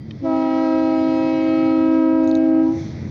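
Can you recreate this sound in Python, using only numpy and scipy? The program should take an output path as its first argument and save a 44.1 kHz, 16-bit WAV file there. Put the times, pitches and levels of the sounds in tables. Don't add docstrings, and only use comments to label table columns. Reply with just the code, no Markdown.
import sys
import numpy as np
from scipy import signal
from scipy.fft import rfft, irfft
from scipy.io import wavfile
from scipy.ndimage import uniform_filter1d

SR = 44100
rng = np.random.default_rng(int(sys.argv[2]) if len(sys.argv) > 2 else 0)


def file_out(sig):
    cols = np.atleast_2d(sig).T
    lim = np.clip(cols, -1, 1)
    pcm = np.round(lim * 32767).astype(np.int16)
    wavfile.write(sys.argv[1], SR, pcm)


def boost(x):
    u = np.asarray(x, float) / 20
    return 10 ** u


N = 136710
TIME_S = np.arange(N) / SR

# t/s, levels of partials 1 to 6/dB, bright register/dB, top register/dB
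HIGH_CHIME_LEVELS = [(0.2, -53, -70, -72, -76, -72, -70, -76, -71.5),
                     (0.23, -29.5, -46, -69, -72, -70, -68, -69.5, -77),
                     (0.26, -23, -23.5, -37.5, -41, -54.5, -53, -61, -86),
                     (0.33, -21, -28, -33.5, -35, -56, -53.5, -56, -66.5),
                     (0.5, -21.5, -30.5, -34, -35.5, -54, -46, -53, -62.5),
                     (0.75, -18.5, -27, -34.5, -38, -44, -47.5, -55, -61.5),
                     (1.0, -19.5, -27.5, -37.5, -37.5, -50.5, -53.5, -48.5, -59),
                     (1.2, -20, -30, -35.5, -39.5, -51, -47, -51, -56.5),
                     (1.4, -19.5, -31.5, -38.5, -43, -50, -51, -46.5, -58.5),
                     (1.52, -18, -29, -46, -37, -51, -53, -46, -60),
                     (1.7, -17.5, -34.5, -38, -35, -51, -47.5, -49, -61),
                     (1.95, -16, -30.5, -37, -36, -43, -54, -51, -69.5),
                     (2.15, -17, -30.5, -34.5, -38, -46.5, -51.5, -57, -70.5),
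                     (2.3, -17, -27.5, -40, -44, -46.5, -56, -60, -68),
                     (2.42, -17, -28.5, -53.5, -50.5, -47, -61, -57, -71.5),
                     (2.6, -15, -30.5, -44, -42.5, -48, -57, -60, -75),
                     (2.68, -18, -42, -39.5, -51, -52.5, -60, -69, -75),
                     (2.73, -19.5, -44, -46, -58, -66, -68, -75, -86),
                     (2.77, -25.5, -51, -65, -70, -74, -76, -82, -88),
                     (2.86, -38, -55, -73, -78, -82, -82, -90, -91.5)]


def curve(rows, col):
    rows = np.array(rows, float)
    return np.interp(TIME_S, rows[:, 0], rows[:, col])


def walk(rate_per_s):
    hold = int(SR / rate_per_s)
    steps = np.repeat(rng.standard_normal(N // hold + 1), hold)
    return 1.3 * uniform_filter1d(uniform_filter1d(steps, hold), hold)[:N]


def noise(colour):
    hz, db = np.array(colour, float).T
    f_hz = np.fft.rfftfreq(N, 1 / SR) + 1
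    shape_db = np.interp(np.log(f_hz), np.log(hz), db, left=-np.inf, right=-np.inf)
    x = irfft(rfft(rng.standard_normal(N)) * boost(shape_db), N)
    return x / x.std()


def band(colour, level_rows, flicker_per_s):
    flicker_db = 1.3
    return noise(colour) * boost(curve(level_rows, 1) + flicker_db * walk(flicker_per_s))


def ring(modes, count):
    t = np.arange(count) / SR
    out = np.zeros(count)
    for hz, db, t60_s in modes:
        out += boost(db) * np.sin(2 * np.pi * (hz * t + rng.random())) * 1000 ** (-t / t60_s)
    return out


def clicks():
    first_s, last_s, grid_s = .2437, 2.52, .02
    floor_db, scatter_db = -65, 7
    at = (np.arange(first_s, last_s, grid_s) * SR).astype(int)
    x = np.zeros(N)
    x[at] = boost(floor_db + scatter_db * np.minimum(rng.exponential(size=len(at)), 3))
    return signal.sosfilt(signal.butter(N=4, Wn=7500, btype="high", fs=SR, output="sos"), x)


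def fading_tones():
    # f/Hz, peak level at start/dB, t60/s
    thin_tones = [(1960, -58.5, 0.99), (3180, -64, .5), (4740, -61, .6)]
    return ring(thin_tones, count=N)


def rumble():
    # f/Hz, relative density/dB
    rumble_colour = [(20, -24.5), (40, -7.5), (70, -13.5), (85, 5.5), (120, 2.5), (152, 6), (180, -7),
                     (215, 2.5), (260, -7), (330, -3.5), (400, -17.5), (600, -47), (900, -62)]
    # t/s, level/dB
    rumble_level = [(0, -32.5), (.2, -37), (.3, -41), (.6, -41), (1.3, -38.5), (2.0, -40.5), (2.68, -37.5),
                    (2.77, -27), (3.1, -25.5)]
    firing_hz, firing_jitter, throb_depth = 25.5, .05, .15
    beat = np.sin(2 * np.pi * np.cumsum(firing_hz * (1 + firing_jitter * walk(4.5))) / SR)
    return band(rumble_colour, rumble_level, 9) * (1 + throb_depth * beat)


def machinery():
    # f/Hz, relative density/dB
    drone_colour = [(250, -34), (400, -2.5), (600, -8), (900, -16), (1150, -19), (1400, -22.5), (1800, -43)]
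    # t/s, level/dB
    drone_level = [(0, -50.5), (.2, -51), (.3, -49.5), (1.5, -51), (2.6, -54.5), (2.8, -45.5), (3.1, -46.5)]
    # f/Hz, relative density/dB
    whirr_colour = [(1200, -32.5), (1500, -7), (1800, -3.5), (2150, 0.5), (2550, -11), (2850, -17.5),
                    (3300, -37)]
    # t/s, level/dB
    whirr_level = [(0, -64), (.2, -60.5), (.35, -53.5), (1.5, -54), (2.0, -67), (2.68, -59.5), (2.8, -49.5),
                   (3.1, -54.5)]
    return band(drone_colour, drone_level, 25) + band(whirr_colour, whirr_level, 25)


def valve_air():
    # f/Hz, relative density/dB
    hiss_colour = [(2500, -38.5), (2900, -8.5), (3400, 1.5), (4200, 1.5), (4800, -1), (5400, -0.5),
                   (6000, -4.5), (6700, -14), (7300, -26), (8200, -44.5), (9500, -60)]
    # t/s, level/dB
    hiss_level = [(0, -68), (.18, -60), (.3, -54), (.6, -53), (1.5, -56.5), (2.0, -59), (2.601, -62),
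                  (2.7, -58), (2.8, -50), (2.95, -55), (3.1, -57)]
    # f/Hz, relative density/dB
    vent_colour = [(4800, -29.5), (5400, -3), (6000, 5.5), (6500, -8), (6800, -7.5), (7300, -21.5),
                   (8500, -31), (11000, -30), (12500, -39), (16000, -35)]
    # t/s, level/dB
    vent_level = [(2.55, -83), (2.68, -64), (2.8, -53), (2.95, -63)]
    return band(hiss_colour, hiss_level, 25) + band(vent_colour, vent_level, 25)


def snap():
    # t/s, gain/dB
    crack_times = [(.10658, -43), (.1082, -33), (.10982, -23), (.11144, -24.5), (.11306, -35), (.1163, -37)]
    # f/Hz, gain/dB, t60/s
    crack_modes = [(2000, -4, .003), (3350, 0, .0035), (5400, -20, .004)]
    rise_s, count = .0004, 2000
    t = np.arange(count) / SR
    crack = np.zeros(count)
    for k, (hz, db, t60_s) in enumerate(crack_modes):
        crack += (-1) ** k * boost(db) * np.sin(2 * np.pi * hz * t) * 1000 ** (-t / t60_s)
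    crack *= np.sin(np.pi / 2 * np.clip(t / rise_s, 0, 1)) ** 2
    out = np.zeros(N)
    for s, db in crack_times:
        i = int(s * SR)
        out[i:i + count] += boost(db) * crack
    return out


def ticks():
    # t/s, lower ring gain/dB, upper ring gain/dB
    tick_times = [(2.243, -74, -44), (2.2746, -40.5, -36), (2.282, -59, -42), (2.292, -61, -44),
                  (2.2965, -58.5, -45), (2.313, -32.5, -45), (2.3518, -27.5, -34.5), (2.359, -45, -47.5),
                  (2.3705, -58, -42)]
    # f/Hz, gain/dB, t60/s
    lower_modes = [(3770, 4, 0.01), (4100, 2, 0.01), (4500, 0, 0.0074)]
    # f/Hz, gain/dB, t60/s
    upper_modes = [(6380, 1.5, 0.013), (6800, -6, 0.011), (7200, -9, 0.008), (5696, -2.5, 0.0086),
                   (8600, -24, 0.0039)]
    rise_s, count = .0008, 2000
    rise = np.clip(np.arange(count) / SR / rise_s, 0, 1)
    out = np.zeros(N)
    for s, lower_db, upper_db in tick_times:
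        i = int(s * SR)
        lower = boost(lower_db) * ring(lower_modes, count)
        upper = boost(upper_db) * ring(upper_modes, count)
        out[i:i + count] += rise * (lower + upper)
    return out


def bell_rush():
    # f/Hz, relative density/dB
    rush_colour = [(350, -19), (450, -4), (900, 0.5), (1400, -7.5), (2400, -13), (3000, -13.5),
                   (3500, -37.5)]
    under_chime_db = -32.5
    return noise(rush_colour) * boost(curve(HIGH_CHIME_LEVELS, 1) + under_chime_db)


def chime(rows, pitch, upper_db):
    onset_s, attack_s, fade_out_s = .22, .04, .02
    pitch_jitter = .001
    wander_db, wander_per_s = 2, 6.26
    breath_db, breath_per_s = -33, 35.95

    steady_hz, sharp_hz, settle_s, bend_from_s, bend_to_s, bend_hz = pitch
    settling = np.exp(-np.clip(TIME_S - onset_s, 0, None) / settle_s)
    bend = np.clip((TIME_S - bend_from_s) / (bend_to_s - bend_from_s), 0, 1)
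    hz = steady_hz + sharp_hz * settling + bend_hz * bend
    turns = np.cumsum(hz * (1 + pitch_jitter * walk(24.94))) / SR

    levels = [curve(rows, k) for k in range(1, min(len(rows[0]), 7))]
    for r, register in enumerate(upper_db):
        for db in register:
            levels.append(curve(HIGH_CHIME_LEVELS, 6 + r) + db + wander_db * walk(wander_per_s))

    out = np.zeros(N)
    for number, db in enumerate(levels, start=1):
        breath = 1 + boost(breath_db) * number * walk(breath_per_s)
        out += boost(db) * breath * np.sin(2 * np.pi * (number * turns + rng.random()))
    attack = (TIME_S - rows[0][0]) / attack_s
    release = (rows[-1][0] - TIME_S) / fade_out_s
    gate = np.clip(np.minimum(attack, release), 0, 1)
    return np.sqrt(2) * out * gate


def echo(x):
    level_db, t60_s, delay_s, low_hz, top_hz = -17, 1.5, .04, 450, 1500
    t = np.arange(SR) / SR
    b, a = signal.butter(N=1, Wn=(low_hz, top_hz), btype="band", fs=SR)
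    tail = signal.lfilter(b, a, rng.standard_normal(SR)) * 1000 ** (-t / t60_s) * (t > delay_s)
    tail = tail / np.abs(rfft(tail))[500:1300].mean()
    return boost(level_db) * signal.fftconvolve(x, tail)[:N]


def horn():
    # t/s, levels of partials 1 to 4/dB
    low_levels = [(0.2, -44, -66, -70, -77.5), (0.225, -23, -42, -57, -68.5), (0.25, -25, -31, -43, -52.5),
                  (0.33, -21.5, -34.5, -30.5, -51), (0.5, -22.5, -31.5, -32, -55),
                  (0.62, -22.5, -29.5, -32, -47), (0.75, -23, -27, -38, -61),
                  (0.95, -23.5, -31.5, -32, -55.5), (1.07, -21.5, -31, -38.5, -62.5),
                  (1.2, -24, -27.5, -36, -50.5), (1.5, -25, -28.5, -39.5, -51),
                  (1.68, -22, -28.5, -35, -57), (2.0, -20, -29, -53, -53), (2.1, -21, -29, -48.5, -60.5),
                  (2.35, -20.5, -29, -41, -56), (2.6, -21, -32.5, -40, -61), (2.7, -21.5, -38, -41, -62),
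                  (2.74, -31, -40, -44, -72), (2.8, -46, -52.5, -45, -80)]
    # t/s, level/dB
    faint_levels = [(.2, -80), (.25, -46), (.5, -46.5), (.9, -42), (1.5, -40.5), (2.0, -45.5), (2.3, -44),
                    (2.7, -53), (2.8, -52)]
    # steady f/Hz, sharp at onset/Hz, settling/s, bend from t/s, bend to t/s, bend/Hz
    low_pitch = (265.1, 9, .06, 2.66, 2.75, 5)
    high_pitch = (320.7, 10, .05, 2.64, 2.76, 7)
    faint_pitch = (362, 3, .1, 1.4, 2.7, -8)
    low_upper_db = [
        [0, -10],
        [-5, -7, -19, -18, -17],
        [-15, -19.5, -6.5, -3.5, -7.5, -4.5, -8],
    ]
    high_upper_db = [
        [],
        [4, 2, -5.5, -7.5],
        [0.5, -1.5, 3.5, -1, -3, -3, -13, -13, -15, -15.5, -16, -19.5, -26.5, -27, -32, -35],
    ]
    low = chime(low_levels, low_pitch, low_upper_db)
    high = chime(HIGH_CHIME_LEVELS, high_pitch, high_upper_db)
    faint = chime(faint_levels, faint_pitch, [])
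    direct = low + high + faint + bell_rush()
    return direct + echo(direct)


def scene():
    engine = rumble() + machinery() + valve_air()
    return (fading_tones() + engine + snap() + ticks() + horn())[None]


def roll_off(x):
    return signal.sosfilt(signal.butter(12, 15830, fs=SR, output="sos"), x)


def record(dry):
    bend = 0.1
    hiss_db = -84.5
    x = dry + bend * dry ** 2 + boost(hiss_db) * rng.standard_normal(dry.shape) + clicks()
    x = signal.sosfilt(signal.butter(N=1, Wn=60, btype="high", fs=SR, output="sos"), x)
    return roll_off(x)


dry = scene()
out = record(dry)
file_out(out)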